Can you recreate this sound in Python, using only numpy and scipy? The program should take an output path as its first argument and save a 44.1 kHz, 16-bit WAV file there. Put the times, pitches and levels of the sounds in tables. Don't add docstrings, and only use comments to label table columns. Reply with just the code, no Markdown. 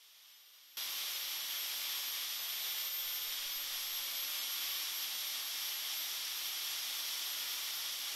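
import sys
import numpy as np
from scipy import signal
from scipy.fft import rfft, irfft
from scipy.io import wavfile
from scipy.ndimage import uniform_filter1d

SR = 44100
rng = np.random.default_rng(int(sys.argv[2]) if len(sys.argv) > 2 else 0)


def generate_wav(signal):
    frames = np.transpose(np.atleast_2d(signal))
    scaled = np.clip(frames, -1, 1) * 32767
    pcm = np.round(scaled).astype(np.int16)
    wavfile.write(sys.argv[1], SR, pcm)


def makeup_ratio(level_db):
    decades = np.asarray(level_db, float) / 20
    return 10 ** decades


N = 359415


def unit(x):
    return x / np.sqrt(np.mean(x ** 2))


def curves(table):
    s, *columns = np.transpose(table)
    return [np.interp(np.arange(N) / SR, s, c) for c in columns]


def walk(rate):
    k = int(SR / rate)
    held = np.repeat(rng.standard_normal(N // k + 1), k)
    slewed = uniform_filter1d(uniform_filter1d(held, k), k)
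    return unit(slewed[:N])


def tone(turns, multiple):
    return np.sqrt(2) * np.sin(2 * np.pi * (multiple * turns + rng.random()))


def wires(cup_turns, mains, scatter_db=1.5, snags_per_s=20, snag_db=6):
    tips = rng.standard_normal(N) * makeup_ratio(scatter_db * np.minimum(rng.exponential(size=N), 3))
    snag = (rng.random(N) < snags_per_s / SR) * rng.uniform(-1, 1, N)
    pulse = 1 + 0.019 * tone(cup_turns, 0.94) + 0.025 * tone(mains, 0.91)
    unsteady = makeup_ratio(0.43 * walk(14) + 0.29 * walk(150))
    return (unit(tips) + makeup_ratio(snag_db) * snag) * pulse * unsteady


# (frequency [Hz], level [dB per Hz])
STEEL_TILT = [(35, -74), (60, -35), (231, -27), (283, -22.5), (470, -20), (549, -17.5), (1140, -10.5),
              (1520, -9.5), (2260, -5.5), (2580, -6.5), (3300, 2), (4110, -3.5), (5610, -3.5),
              (6550, -10.5), (11900, -15), (15500, -45), (22000, -120)]
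# (frequency [Hz], level [dB per Hz])
AIR_TILT = [(12500, -14.5), (14000, -20.5), (15200, -21), (16000, -23)]
# (frequency [Hz], width [Hz], level [dB], negative = dip)
STEEL_RINGS = [(1166, 71, 2), (1580, 270, -2.5), (2300, 410, 1), (3190, 400, 0.5), (3660, 150, 1.5),
               (5690, 700, 2.5), (8260, 590, -2.5), (9370, 900, 0.5), (10860, 700, 2), (11650, 450, -4)]


def steel_response():
    hz = np.linspace(1, SR / 2, 2049)
    points = np.array([p for p in STEEL_TILT if p[0] < 11800] + AIR_TILT)
    db = np.interp(np.log(hz), np.log(points[:, 0]), points[:, 1])
    for ring_hz, width_hz, gain_db in STEEL_RINGS:
        db = db + gain_db / (1 + (2 * (hz - ring_hz) / width_hz) ** 2)
    cepstrum = irfft(np.log(makeup_ratio(db)))
    cepstrum[1:2048] *= 2
    cepstrum[2049:] = 0
    return irfft(np.exp(rfft(cepstrum)))


REGION_EDGES_HZ = [2000, 4300, 6500, 13400]


def scour(cup_turns, mains, ring_db, lifted):
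    t = np.arange(N) / SR
    sliding = np.maximum(t - 4.2, 0)
    drone_db = -10.5 + 0.2 * sliding
    cup_db = -3 + 0.47 * sliding
    sizzle_db = -7 + 0.1868 * t
    air_db = -12.7 - 0.7 * lifted
    region_db = [drone_db - 0.1, 0 * ring_db + 0.043, cup_db - 0.1, sizzle_db + 0.5, air_db]

    struck = signal.fftconvolve(shed(wires(cup_turns, mains)), steel_response())[:N]
    spectrum = rfft(struck)
    hz = np.arange(len(spectrum)) * SR / N
    below = [0 * hz] + [1 / (1 + (hz / e) ** 12) for e in REGION_EDGES_HZ] + [1 + 0 * hz]
    sound = 0
    for low, high, db in zip(below, below[1:], region_db):
        region = irfft(spectrum * (high - low), N)
        sound = sound + unit(region) * makeup_ratio(ring_db + db + 0.23 * walk(8.2))
    return sound


# (time [s], frame ring level [dB])
CUP_BITE = [(0, -44.5), (1.0, -45.5), (1.55, -44.5), (2.6, -45), (2.95, -46), (3.7, -45.5), (4.25, -44.5),
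            (5.1, -45), (5.4, -45.5), (5.7, -45), (6.5, -45), (7.5, -45), (7.8, -45.5), (8.15, -45.5)]


def bite():
    return curves(CUP_BITE)[0]


# (time [s], whistle pitch [Hz], whistle level [dB])
LEAN = [(0.0, 13079, -51.0), (0.55, 13213, -47.2), (0.87, 12711, -46.8), (1.6, 12891, -45.1),
        (2.08, 12999, -49.4), (2.58, 13161, -44.3), (3.37, 13273, -42.9), (3.7, 12732, -45.8),
        (4.08, 12643, -43.5), (4.73, 12828, -45.6), (5.51, 12758, -45.1), (6.52, 12759, -48.3),
        (7.42, 13017, -47.7), (8.15, 12396, -51.7)]
# (time [s], whistle sag [Hz], spread [s], whistle change [dB])
BRAKING_PUSHES = [(0.31, 194, 0.062, 2.3), (0.72, 191, 0.074, 2.2), (1.07, 94, 0.049, -2.4),
                  (1.41, 208, 0.101, -2.9), (1.81, 164, 0.083, 0.7), (2.1, 208, 0.12, 3.6),
                  (2.57, 85, 0.057, -1.2), (2.99, 34, 0.072, -0.5), (3.4, 226, 0.075, -6.5),
                  (3.84, 206, 0.079, -1.6), (4.12, 292, 0.106, -3.4), (4.5, 188, 0.075, -0.6),
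                  (4.87, 228, 0.064, -1.4), (5.16, 187, 0.089, -1.2), (5.46, 270, 0.093, -4.1),
                  (5.85, 200, 0.091, -0.7), (6.25, 124, 0.066, -0.9), (6.56, 116, 0.066, 0.8),
                  (6.8, 300, 0.105, 0.4), (7.12, 245, 0.12, -0.7), (7.47, 205, 0.089, -1.1),
                  (7.77, 111, 0.09, 0.8)]


def hands():
    lag = int(0.09 * SR)
    hz, db = curves(LEAN)
    hz = uniform_filter1d(uniform_filter1d(hz, lag), lag)
    at, sag_hz, spread, change_db = np.transpose(BRAKING_PUSHES)
    push = np.exp(-.5 * ((np.arange(N)[:, None] / SR - at) / spread) ** 2)
    return hz - push @ sag_hz, db + push @ change_db + 0.52 * walk(16)


WHISTLE_ORDER, GEAR_RATIO, MAINS_THROB_HZ = 23, 3.9, 100
# (multiple of shaft turn, level [dB], lower side tone [dB], upper side
# tone [dB])
SHAFT_TONES = [(1, -36, -20, -20), (2, -35, -20, -20), (6, -24, -20, -12), (8, -30, -20, -20),
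               (10, -23, 1, -4), (12, -31, -12, -1), (16, -31, -3, -2), (17, -38, -20, -20),
               (20, -36, -20, -6), (22, -37, -20, -20)]
# (multiple of cup turn, level [dB])
CUP_TONES = [(1, -50.5), (5, -51), (6, -30.5), (8, -28.5), (10, -26), (12, -36.5), (15, -36), (18, -30)]
# (frequency [Hz], level [dB])
MAINS_HUM = [(50, -46), (100, -49), (200, -48), (300, -48)]


def motor(turns, mains, whistle_db, ring_db, lifted):
    second_db = -33.5 + (-47 + 33.5) * lifted + 1.2 * walk(4)
    third_db = -39.5 + (-28 + 39.5) * lifted + 1.2 * walk(4)

    lurch = .045 * np.sin(2 * np.pi * mains) + .004 * walk(60)
    whistle = tone(WHISTLE_ORDER * turns + lurch, 1) * (1 + .06 * tone(mains, 1))
    whistle = whistle * makeup_ratio(whistle_db + 0.2 + 1.4 * walk(45))

    body = 0
    for multiple, db, low_db, high_db in SHAFT_TONES:
        split = tone(turns, multiple)
        split = split + makeup_ratio(low_db) * tone(multiple * turns - mains, 0.86)
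        split = split + makeup_ratio(high_db) * tone(multiple * turns + mains, 0.98)
        body = body + split * makeup_ratio(db + 4.4 * walk(6))
    cup_turns = turns / GEAR_RATIO
    for multiple, db in CUP_TONES:
        body = body + tone(cup_turns, multiple) * makeup_ratio(db + 4.6 * walk(6))
    body = body + tone(cup_turns, 2) * makeup_ratio(second_db - 1.0)
    body = body + tone(cup_turns, 3) * makeup_ratio(third_db - 3.0)
    for hz, db in MAINS_HUM:
        body = body + tone(np.arange(N) / SR, hz) * makeup_ratio(db + 3.3 * walk(12))
    return whistle + body * makeup_ratio(ring_db)


def shed(x, t60_s=.25, wash_db=-1):
    keep = makeup_ratio(-2 * 60 / (t60_s * SR))
    power = signal.lfilter([1 - keep], [1, -keep], x ** 2)
    return x + rng.standard_normal(N) * np.sqrt(power) * makeup_ratio(wash_db)


# (start [s], length [s], level [dB])
DRAUGHT_GUSTS = [
    (2.92, .17, -68),
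    (3.22, .18, -67),
    (3.44, 0.21, -65),
    (3.7, 0.33, -67),
    (4.1, .2, -74),
]


def draught(rise_s=.03, fall_s=.12):
    slow = signal.butter(2, [4, 15], "band", fs=SR, output="sos")
    air = signal.sosfilt(slow, rng.standard_normal((2, N)))
    gust = air[0] / np.sqrt(uniform_filter1d(air[0] ** 2, size=7000) + 1e-12)
    t = np.arange(N) / SR
    blowing = 0
    for start, length, db in DRAUGHT_GUSTS:
        rise = np.clip((t - start) / rise_s, 0, 1)
        fall = np.clip(1 - (t - start - length) / fall_s, 0, 1)
        blowing = blowing + makeup_ratio(db) * rise * fall
    return gust * blowing, unit(air[1]) * makeup_ratio(-87.0)


# (time [s], low edge [Hz], high edge [Hz])
NOISE_SWAPS = [(.33, 5700, 7600), (.35, 4200, 5800), (.35, 11000, 12500), (.46, 6300, 9000),
               (.56, 4200, 5200), (.82, 4200, 5300), (1.14, 4200, 6400), (1.42, 5600, 7000),
               (1.42, 11000, 12500), (2.4, 4600, 5800), (3.53, 4600, 5800), (3.53, 6900, 9100),
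               (4.39, 5200, 6400), (4.77, 6300, 8400), (5.83, 9000, 10500), (6., 8300, 10500),
               (6.07, 14500, 15700), (6.81, 4200, 5300), (7.07, 6900, 8400), (7.33, 14500, 15700),
               (7.9, 8300, 9800), (8.02, 8300, 10500)]


def drowned_by_whistle(x, gap_db=25.3, per_khz_db=4.1, waver_db=1.1):
    frame_size, lead, top_hz, band_hz = 2048, 665, 15720, 345
    hz, t, z = signal.stft(np.pad(x, ((0, 0), (lead, 0))), SR, nperseg=frame_size)
    power = abs(z[0]) ** 2 + 1e-18
    power_db = 10 * np.log10(power)

    top = hz > 12000
    peak_hz = hz[top][power[top].argmax(axis=0)]
    peak_db = 10 * np.log10(5 * uniform_filter1d(power[top], size=5, axis=0).max(axis=0))

    band = (hz // band_hz).astype(int)
    band_power = [power[band == b].mean(axis=0) for b in range(band.max() + 1)]
    band_db = 10 * np.log10(band_power)[band]
    above_hz = hz[:, None] - peak_hz
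    distance_khz = ((band[:, None] + .5) * band_hz - peak_hz) / 1000
    mask_db = peak_db - gap_db - per_khz_db * distance_khz + waver_db * rng.standard_normal(len(t))

    loud_band = (band_db > mask_db) & (distance_khz > .35)
    kept = loud_band | (power_db > mask_db + 4) | (above_hz < 260)
    kept &= (above_hz < -700) | (above_hz > 260) | (power_db > peak_db - 35)
    z = z * (kept & (hz[:, None] < top_hz))

    for s, low_hz, high_hz in NOISE_SWAPS:
        rows = (hz > low_hz) & (hz < high_hz)
        frame = np.abs(t - s - lead / SR).argmin()
        z[:, rows, frame] *= 1.5 * np.exp(2j * np.pi * rng.random((2, rows.sum())))
    return signal.istft(z, SR, nperseg=frame_size)[1][:, lead:lead + N]


def scene():
    whistle_hz, whistle_db = hands()
    turns = np.cumsum(whistle_hz) / SR / WHISTLE_ORDER
    mains = MAINS_THROB_HZ * np.arange(N) / SR
    lifted = np.clip((whistle_hz - 12900) / (13150 - 12900), 0, 1)
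    ring_db = bite()
    steel = scour(turns / GEAR_RATIO, mains, ring_db, lifted)
    sound = steel + motor(turns, mains, whistle_db, ring_db, lifted)
    return np.array([sound, sound])


def roll_off(x):
    return signal.sosfilt(signal.butter(12, 16920, fs=SR, output="sos"), x)


def record(dry):
    turn_up_s, turn_up_db = .7703, 20
    level = np.where(np.arange(N) / SR < turn_up_s, makeup_ratio(-turn_up_db), 1)
    gust, stir = draught()
    mix = (drowned_by_whistle(dry) + stir) * level + gust
    return roll_off(mix)


dry = scene()
out = record(dry)
generate_wav(out)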